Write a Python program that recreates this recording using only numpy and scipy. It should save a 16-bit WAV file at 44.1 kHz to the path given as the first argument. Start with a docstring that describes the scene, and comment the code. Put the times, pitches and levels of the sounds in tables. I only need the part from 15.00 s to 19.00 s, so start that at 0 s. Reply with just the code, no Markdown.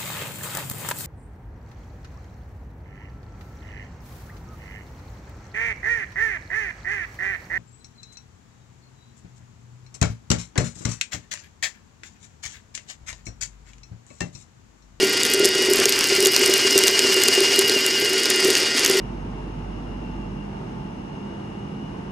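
"""Outdoors, on a wooden table: a toy motor turns a jar of steel balls through plastic gears.
The frame rumbles on the table and chafes under strain. The gear teeth rasp in their housing;
the motor whirs and surges once per turn of a slow gear. The balls tumble: they knock the jar,
whose air rings with a hollow note, and click against each other.
A close microphone swings from the front of the jar to beside the gears and back."""
import sys
import numpy as np
from scipy import signal
from scipy.fft import rfft, irfft
from scipy.io import wavfile

SR = 44100
rng = np.random.default_rng(int(sys.argv[2]) if len(sys.argv) > 2 else 0)


def output_pcm(signal):
    """Save a mono or channel-first signal as 16-bit PCM at the path in sys.argv[1].

    Samples are clipped to [-1, 1] before scaling.
    """
    pcm = np.clip(np.atleast_2d(signal).T, -1, 1) * 32767
    wavfile.write(sys.argv[1], SR, np.round(pcm).astype(np.int16))


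N = 176400
T = np.arange(N) / SR

# microphone swing (leaves front [s], reaches gears [s], leaves gears [s], back in front [s])
MIC_SWING_S = [.6, .95, 2.9, 3.35]
# frame on the table (frequency [Hz], relative density [dB])
RUMBLE_SPECTRUM = [(50, -21.5), (115, -1.5), (180, -6), (260, 9.5), (450, 9), (700, -13), (2000, -57)]
# frame rubs (start [s], length [s])
RUBS = [(0.71, 0.18), (0.944, 0.13), (3.786, 0.13)]
# plastic on plastic (frequency [Hz], relative density [dB])
CHAFE_SPECTRUM = [(600, -5), (1500, 6), (3300, 7.5), (4500, -32)]
# teeth in the housing (frequency [Hz], relative density [dB])
RASP_SPECTRUM = [(500, -3), (800, -5.5), (1500, -4.5), (2100, 2), (2550, 0), (2900, 4), (3300, -0.5),
                 (3950, -3.5), (4300, 2.5), (5030, 3), (6300, -2), (6800, -1.5), (7400, -5.5), (8050, -4),
                 (10000, -11.5), (15000, -29.5)]
# rasp envelope (time [s], level [dB])
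RASP_ENVELOPE = [(0, -24.5), (.6, -24.5), (1.1, -23), (2.5, -21.5), (3.05, -25), (3.4, -22.5), (3.7, -24),
                 (4, -23)]
# motor shaft (time [s], mean speed [rev/s], surge depth [rev/s])
MOTOR_SPEED = [(0.0, 157.6, 1.3), (0.16, 158.3, 1.9), (0.4, 157.9, -0.3), (0.64, 159.9, 1.3),
               (0.8, 156.4, 3.9), (0.88, 158.0, 1.8), (1.12, 156.3, 2.0), (1.36, 159.6, 2.6),
               (1.44, 159.0, 0.6), (1.68, 158.8, 2.2), (1.76, 156.7, 2.8), (2.0, 159.8, 0.9),
               (2.08, 157.2, 2.6), (2.32, 158.2, 2.0), (2.4, 157.2, -0.7), (2.64, 159.4, 1.0),
               (2.78, 156.6, 3.4), (2.96, 158.4, 2.2), (3.12, 158.3, 2.5), (3.28, 159.3, 0.9),
               (3.44, 156.6, -0.2), (3.68, 159.0, 0.6), (3.76, 156.2, 2.1), (4.0, 157.4, 1.5)]
# motor and gear lines (order [x shaft speed], level in front [dB], level beside the gears [dB])
MOTOR_LINES = [(9, -39, -42), (10, -42.5, -40.5), (11.25, -45, -44), (12, -36.5, -41), (13, -35.5, -35.5),
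               (14, -46, -42), (15, -42, -40), (16, -41, -40), (19, -50, -44), (20, -50, -42),
               (21, -40, -43), (23, -40.5, -46), (24, -48, -45), (27, -47, -38.5), (29, -35, -39),
               (30, -50, -42), (31, -37.5, -33), (32, -34, -34), (33, -42, -41), (34, -45, -41),
               (36, -46, -39.5), (43, -44, -43)]
# whine of the first gear mesh (time [s], level [dB])
WHINE_ENVELOPE = [(0, -32), (.65, -29), (.87, -34), (1.1, -30), (1.45, -26.5), (2.6, -25), (3.2, -29),
                  (3.6, -30), (4, -34)]
# jar hum under rolling balls (frequency [Hz], relative density [dB])
ROLL_SPECTRUM = [(100, -35), (200, -23.5), (255, -27), (330, -25.5), (365, -3.5), (386, 5), (408, -3),
                 (450, -13), (530, -34), (800, -25), (3000, -51)]
# rolling envelope (time [s], relative level [dB])
ROLL_ENVELOPE = [(0.0, -20), (0.16, -27), (0.44, -22), (0.52, -25.5), (0.7, -21), (1.08, -30.5),
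                 (1.16, -24.5), (1.32, -26), (1.5, -21), (1.6, -28), (1.76, -25.5), (2.34, -25), (2.5, -26),
                 (2.64, -21.5), (2.82, -29), (2.98, -30), (3.06, -22), (3.18, -27), (3.3, -25), (3.48, -20),
                 (3.7, -33.5), (3.96, -22)]
# jar resonances (frequency [Hz], relative level [dB], T60 [s])
JAR_MODES = [(385.5, 0, 0.099), (601, -23.5, 0.19)]
# ball on jar wall (time [s], relative level [dB])
WALL_KNOCKS = [(0.029, -5.5), (0.0495, -14.5), (0.342, -13), (0.4011, -5), (0.428, -7), (0.4501, -6),
               (0.5554, -11.5), (0.5913, -10), (0.6233, -12), (0.685, -9), (0.709, -7), (0.7457, -12),
               (0.7897, -6), (0.8133, -10), (0.8575, -9.5), (1.12, -8.5), (1.1817, -8.5), (1.2299, -10.5),
               (1.2601, -7.5), (1.4163, -10), (1.493, -5.5), (1.6493, -11.5), (1.7136, -13.5),
               (1.7562, -4.5), (1.8397, -10), (1.8901, -14), (2.0466, -8), (2.0928, -14), (2.164, -9),
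               (2.2854, -9.5), (2.3769, -10), (2.41, -8.5), (2.5842, -7.5), (2.641, -14.5), (2.7003, -13),
               (2.7584, -9), (3.024, -11.5), (3.4528, -8), (3.4837, -6.5), (3.8985, -8.5), (3.93, -14.5),
               (3.951, -14)]
# ball on ball (time [s], relative level [dB], pitch [Hz])
BALL_CLICKS = [(0.2335, -16, 7000), (0.251, -15, 6200), (0.337, -13.5, 7900), (0.3455, -20, 7400),
               (0.396, -20.5, 8450), (0.4454, -15, 5300), (0.4502, -15.5, 7360), (0.4554, -13, 7200),
               (0.6498, -19, 5500), (0.7352, -14.5, 7800), (0.7706, -19, 6600), (0.8, -12.5, 6600),
               (0.8556, -7.5, 6460), (0.8934, -13.5, 8400), (0.924, -14, 5950), (0.99, -15.5, 7400),
               (1.0087, -13, 5670), (1.0416, -15, 5300), (1.2046, -16, 8850), (1.2263, -17, 8100),
               (1.2501, -14, 7800), (1.258, -8, 7000), (1.27, -11, 8750), (1.3471, -18, 5800),
               (1.3638, -7, 5700), (1.4613, -11, 6900), (1.5386, -11, 7260), (1.58, -18, 8100),
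               (1.7082, -16, 5950), (1.7783, -6.5, 8500), (1.789, -12.5, 7500), (1.8373, -10.5, 5270),
               (1.8707, -14, 7450), (1.876, -17, 8460), (1.8808, -10, 6160), (1.992, -7, 5360),
               (2.1428, -19.5, 8300), (2.2364, -11.5, 7700), (2.2798, -17, 7400), (2.2842, -8.5, 6700),
               (2.3507, -18.5, 8100), (2.4052, -16, 7000), (2.5618, -20, 8000), (2.5909, -6.5, 7650),
               (2.6964, -11.5, 5670), (2.864, -17, 7800), (3.234, -17.5, 6800), (3.2564, -16, 4600),
               (3.3026, -13, 7460), (3.4468, -16, 8000), (3.5033, -14, 6760), (3.5528, -12, 5300),
               (3.7936, -16, 8240), (3.8492, -12, 6450), (3.8614, -11.5, 6200), (3.8983, -16, 8200)]
# noise of a click (frequency [x pitch], relative density [dB])
CLICK_SPECTRUM = [(.1, -29), (.5, 3.5), (1, 6), (1.5, 2), (2.2, -9.5)]


def amp(db):
    """Decibels to gain."""
    return 10 ** (np.asarray(db) / 20)


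def unit(x):
    """Scale to rms 1."""
    return x / np.sqrt(np.mean(x ** 2) + 1e-20)


def curve(rows, column=1):
    """Table column, linearly interpolated over time."""
    rows = np.array(rows)
    return np.interp(T, rows[:, 0], rows[:, column])


def colour(x, spectrum):
    """Filter by (frequency [Hz], gain [dB]) points; rms 1."""
    hz, db = np.transpose(spectrum)
    bins_hz = np.fft.rfftfreq(len(x), 1 / SR)
    gain_db = np.interp(np.log(bins_hz + 1), np.log(hz), db)
    return unit(irfft(rfft(x) * amp(gain_db), len(x)))


def drift(cutoff_hz):
    """Low-passed random wander, rms about 1."""
    bins_hz = np.fft.rfftfreq(2048, T[-1] / 2048)
    slow = irfft(rfft(rng.standard_normal(2048)) / (1 + (bins_hz / cutoff_hz) ** 4))
    return np.interp(T, np.linspace(0, T[-1], 2048), unit(slow))


def add(mix, start_s, sound):
    """Mix a sound in at start_s."""
    part = mix[max(round(start_s * SR), 0):][:len(sound)]
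    part += sound[:len(part)]


def mic_position():
    """0 in front of the jar, 1 beside the gears."""
    return np.interp(T, MIC_SWING_S, [0, 1, 1, 0])


def frame_rumble(level_db=-32.5):
    """The frame shakes on the table: steady low noise."""
    return amp(level_db) * colour(rng.standard_normal(N), RUMBLE_SPECTRUM)


def rub_pressure():
    """One arch per rub, 0 to 1."""
    return sum(np.sin(np.pi * np.clip((T - start_s) / length_s, 0, 1)) for start_s, length_s in RUBS)


def frame_chafe(level_db=-26.5, grain_db=4.9):
    """Short grainy rubs of plastic on plastic as the motor strains."""
    grains = rng.standard_normal(N) * amp(grain_db * drift(cutoff_hz=380))
    return amp(level_db) * rub_pressure() * colour(grains, CHAFE_SPECTRUM)


def gear_sizzle(level_db=-38, grain_db=5.5, highpass_hz=11000):
    """Fine bright grains from the teeth, heard from beside them."""
    grains = rng.standard_normal(N) * amp(grain_db * drift(cutoff_hz=170))
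    bright = signal.lfilter(*signal.butter(2, highpass_hz, "high", fs=SR), grains)
    return amp(level_db) * mic_position() * unit(bright)


def gear_rasp(turns, beat_depth=0.12, flicker_db=2.18, highpass_hz=300):
    """Teeth and brushes scrape in step with the shaft, coloured by the housing."""
    beat = 1 + beat_depth * (np.cos(2 * np.pi * turns) + np.cos(4 * np.pi * turns))
    flicker = amp(flicker_db * drift(cutoff_hz=46))
    scrape = rng.standard_normal(N) * beat * flicker
    scrape = signal.lfilter(*signal.butter(2, highpass_hz, "high", fs=SR), scrape)
    return amp(curve(RASP_ENVELOPE)) * colour(scrape, RASP_SPECTRUM)


def gear_cycle(lag_rev=0, ratio=16, peak_rev=.07):
    """One cosine cycle per turn of the slow gear."""
    gear_turns = np.cumsum(curve(MOTOR_SPEED)) / SR / ratio
    return np.cos(2 * np.pi * (gear_turns - peak_rev - lag_rev))


def motor_turns(flutter=0.0011):
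    """Shaft angle [rev]; the load eases and tightens once per slow gear turn."""
    speed_hz = curve(MOTOR_SPEED) + curve(MOTOR_SPEED, column=2) * gear_cycle()
    return np.cumsum(speed_hz * (1 + flutter * drift(cutoff_hz=63))) / SR


def mesh_whine(turns, order=18, throb_db=3.2):
    """The first gear mesh sings under load, just after each surge; it throbs half as deep in front."""
    throb = (1 + mic_position()) / 2 * gear_cycle(lag_rev=0.22)
    level_db = curve(WHINE_ENVELOPE) + throb_db * throb + drift(cutoff_hz=38)
    return np.sqrt(2) * amp(level_db) * np.sin(2 * np.pi * order * turns)


def motor_whir(turns, waver_db=2.5, rub_damping_db=4):
    """Wavering lines at multiples of the shaft speed, damped by each rub."""
    out = np.zeros(N)
    beside = mic_position()
    dip_db = rub_damping_db * rub_pressure()
    for order, front_db, beside_db in MOTOR_LINES:
        level_db = front_db + beside * (beside_db - front_db) - dip_db
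        level_db += waver_db * drift(cutoff_hz=16.5)
        out += amp(level_db) * np.sin(2 * np.pi * (order * turns + rng.random()))
    return np.sqrt(2) * out


def jar_hum(gain_db=-2.5):
    """Rolling balls keep the jar humming."""
    return amp(gain_db + curve(ROLL_ENVELOPE)) * colour(rng.standard_normal(N), ROLL_SPECTRUM)


def jar_knocks(gain_db=-1.43, rise_s=0.0013, highpass_hz=190, thud_gain_db=-17, thud_t60_s=.09):
    """Balls drop on the wall: the air in the jar rings hollow and the frame thuds."""
    out = np.zeros(N)
    t = np.arange(SR // 6) / SR
    rise = 1 - np.exp(-t / rise_s)
    ring = sum(amp(db - 60 * t / t60_s) * np.sin(2 * np.pi * hz * t) for hz, db, t60_s in JAR_MODES)
    # a small jar radiates little bass
    ring = signal.lfilter(*signal.butter(2, highpass_hz, "high", fs=SR), ring * rise)
    thud_envelope = rise * amp(thud_gain_db - 60 * t / thud_t60_s)
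    for start_s, db in WALL_KNOCKS:
        thud = thud_envelope * colour(rng.standard_normal(len(t)), RUMBLE_SPECTRUM)
        add(out, start_s, amp(gain_db + db) * (ring + thud))
    return out


def click(db, hz, rise_s=0.00029, t60_s=0.0052, tail_gain_db=-15, tail_t60_s=.025):
    """Steel on steel: a few bright cycles and a crack, then brief scatter inside the jar."""
    t = np.arange(1024) / SR
    tone = np.sqrt(2) * np.sin(2 * np.pi * hz * t)
    grit = colour(rng.standard_normal(len(t)), np.array(CLICK_SPECTRUM) * [hz, 1])
    contact = (tone + 1.4 * grit) * amp(-60 * t / t60_s)
    scatter = grit * amp(tail_gain_db - 60 * t / tail_t60_s)
    return amp(db) * np.minimum(t / rise_s, 1) * (contact + scatter)


def ball_clatter(click_gain_db=5, ticks_per_s=70, tick_db=-17, tick_spread_db=12.5, crowding=1.3):
    """Balls collide: hard clicks, and light ticks that crowd where the rolling is loud."""
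    out = np.zeros(N)
    for start_s, db, hz in BALL_CLICKS:
        add(out, start_s, click(click_gain_db + db, hz))
    tumbling = np.cumsum(amp(curve(ROLL_ENVELOPE)) ** crowding)
    for when, softness, pitch in rng.random((int(ticks_per_s * T[-1]), 3)):
        start_s = np.interp(when, tumbling / tumbling[-1], T)
        add(out, start_s, click(tick_db - tick_spread_db * softness, hz=5500 + 7000 * pitch))
    return out


def scene(side_gain_db=-52.5):
    """All sources centred; a faint independent rasp is added in opposite phase to the two channels."""
    turns = motor_turns()
    frame = frame_rumble() + frame_chafe()
    drive = gear_sizzle() + gear_rasp(turns) + mesh_whine(turns) + motor_whir(turns)
    balls = jar_hum() + jar_knocks() + ball_clatter()
    side = amp(side_gain_db) * gear_rasp(turns)
    return frame + drive + balls + side * np.array([[1], [-1]])


def record(dry, ceiling=0.85, lowpass_hz=15150):
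    """Overload on the sharpest clicks, then a band limit."""
    clipped = np.clip(dry, -ceiling, ceiling)
    lowpass = signal.firwin(301, lowpass_hz, window=("kaiser", 8), fs=SR)
    return signal.oaconvolve(clipped, lowpass[None], "same")


dry = scene()
out = record(dry)
output_pcm(out)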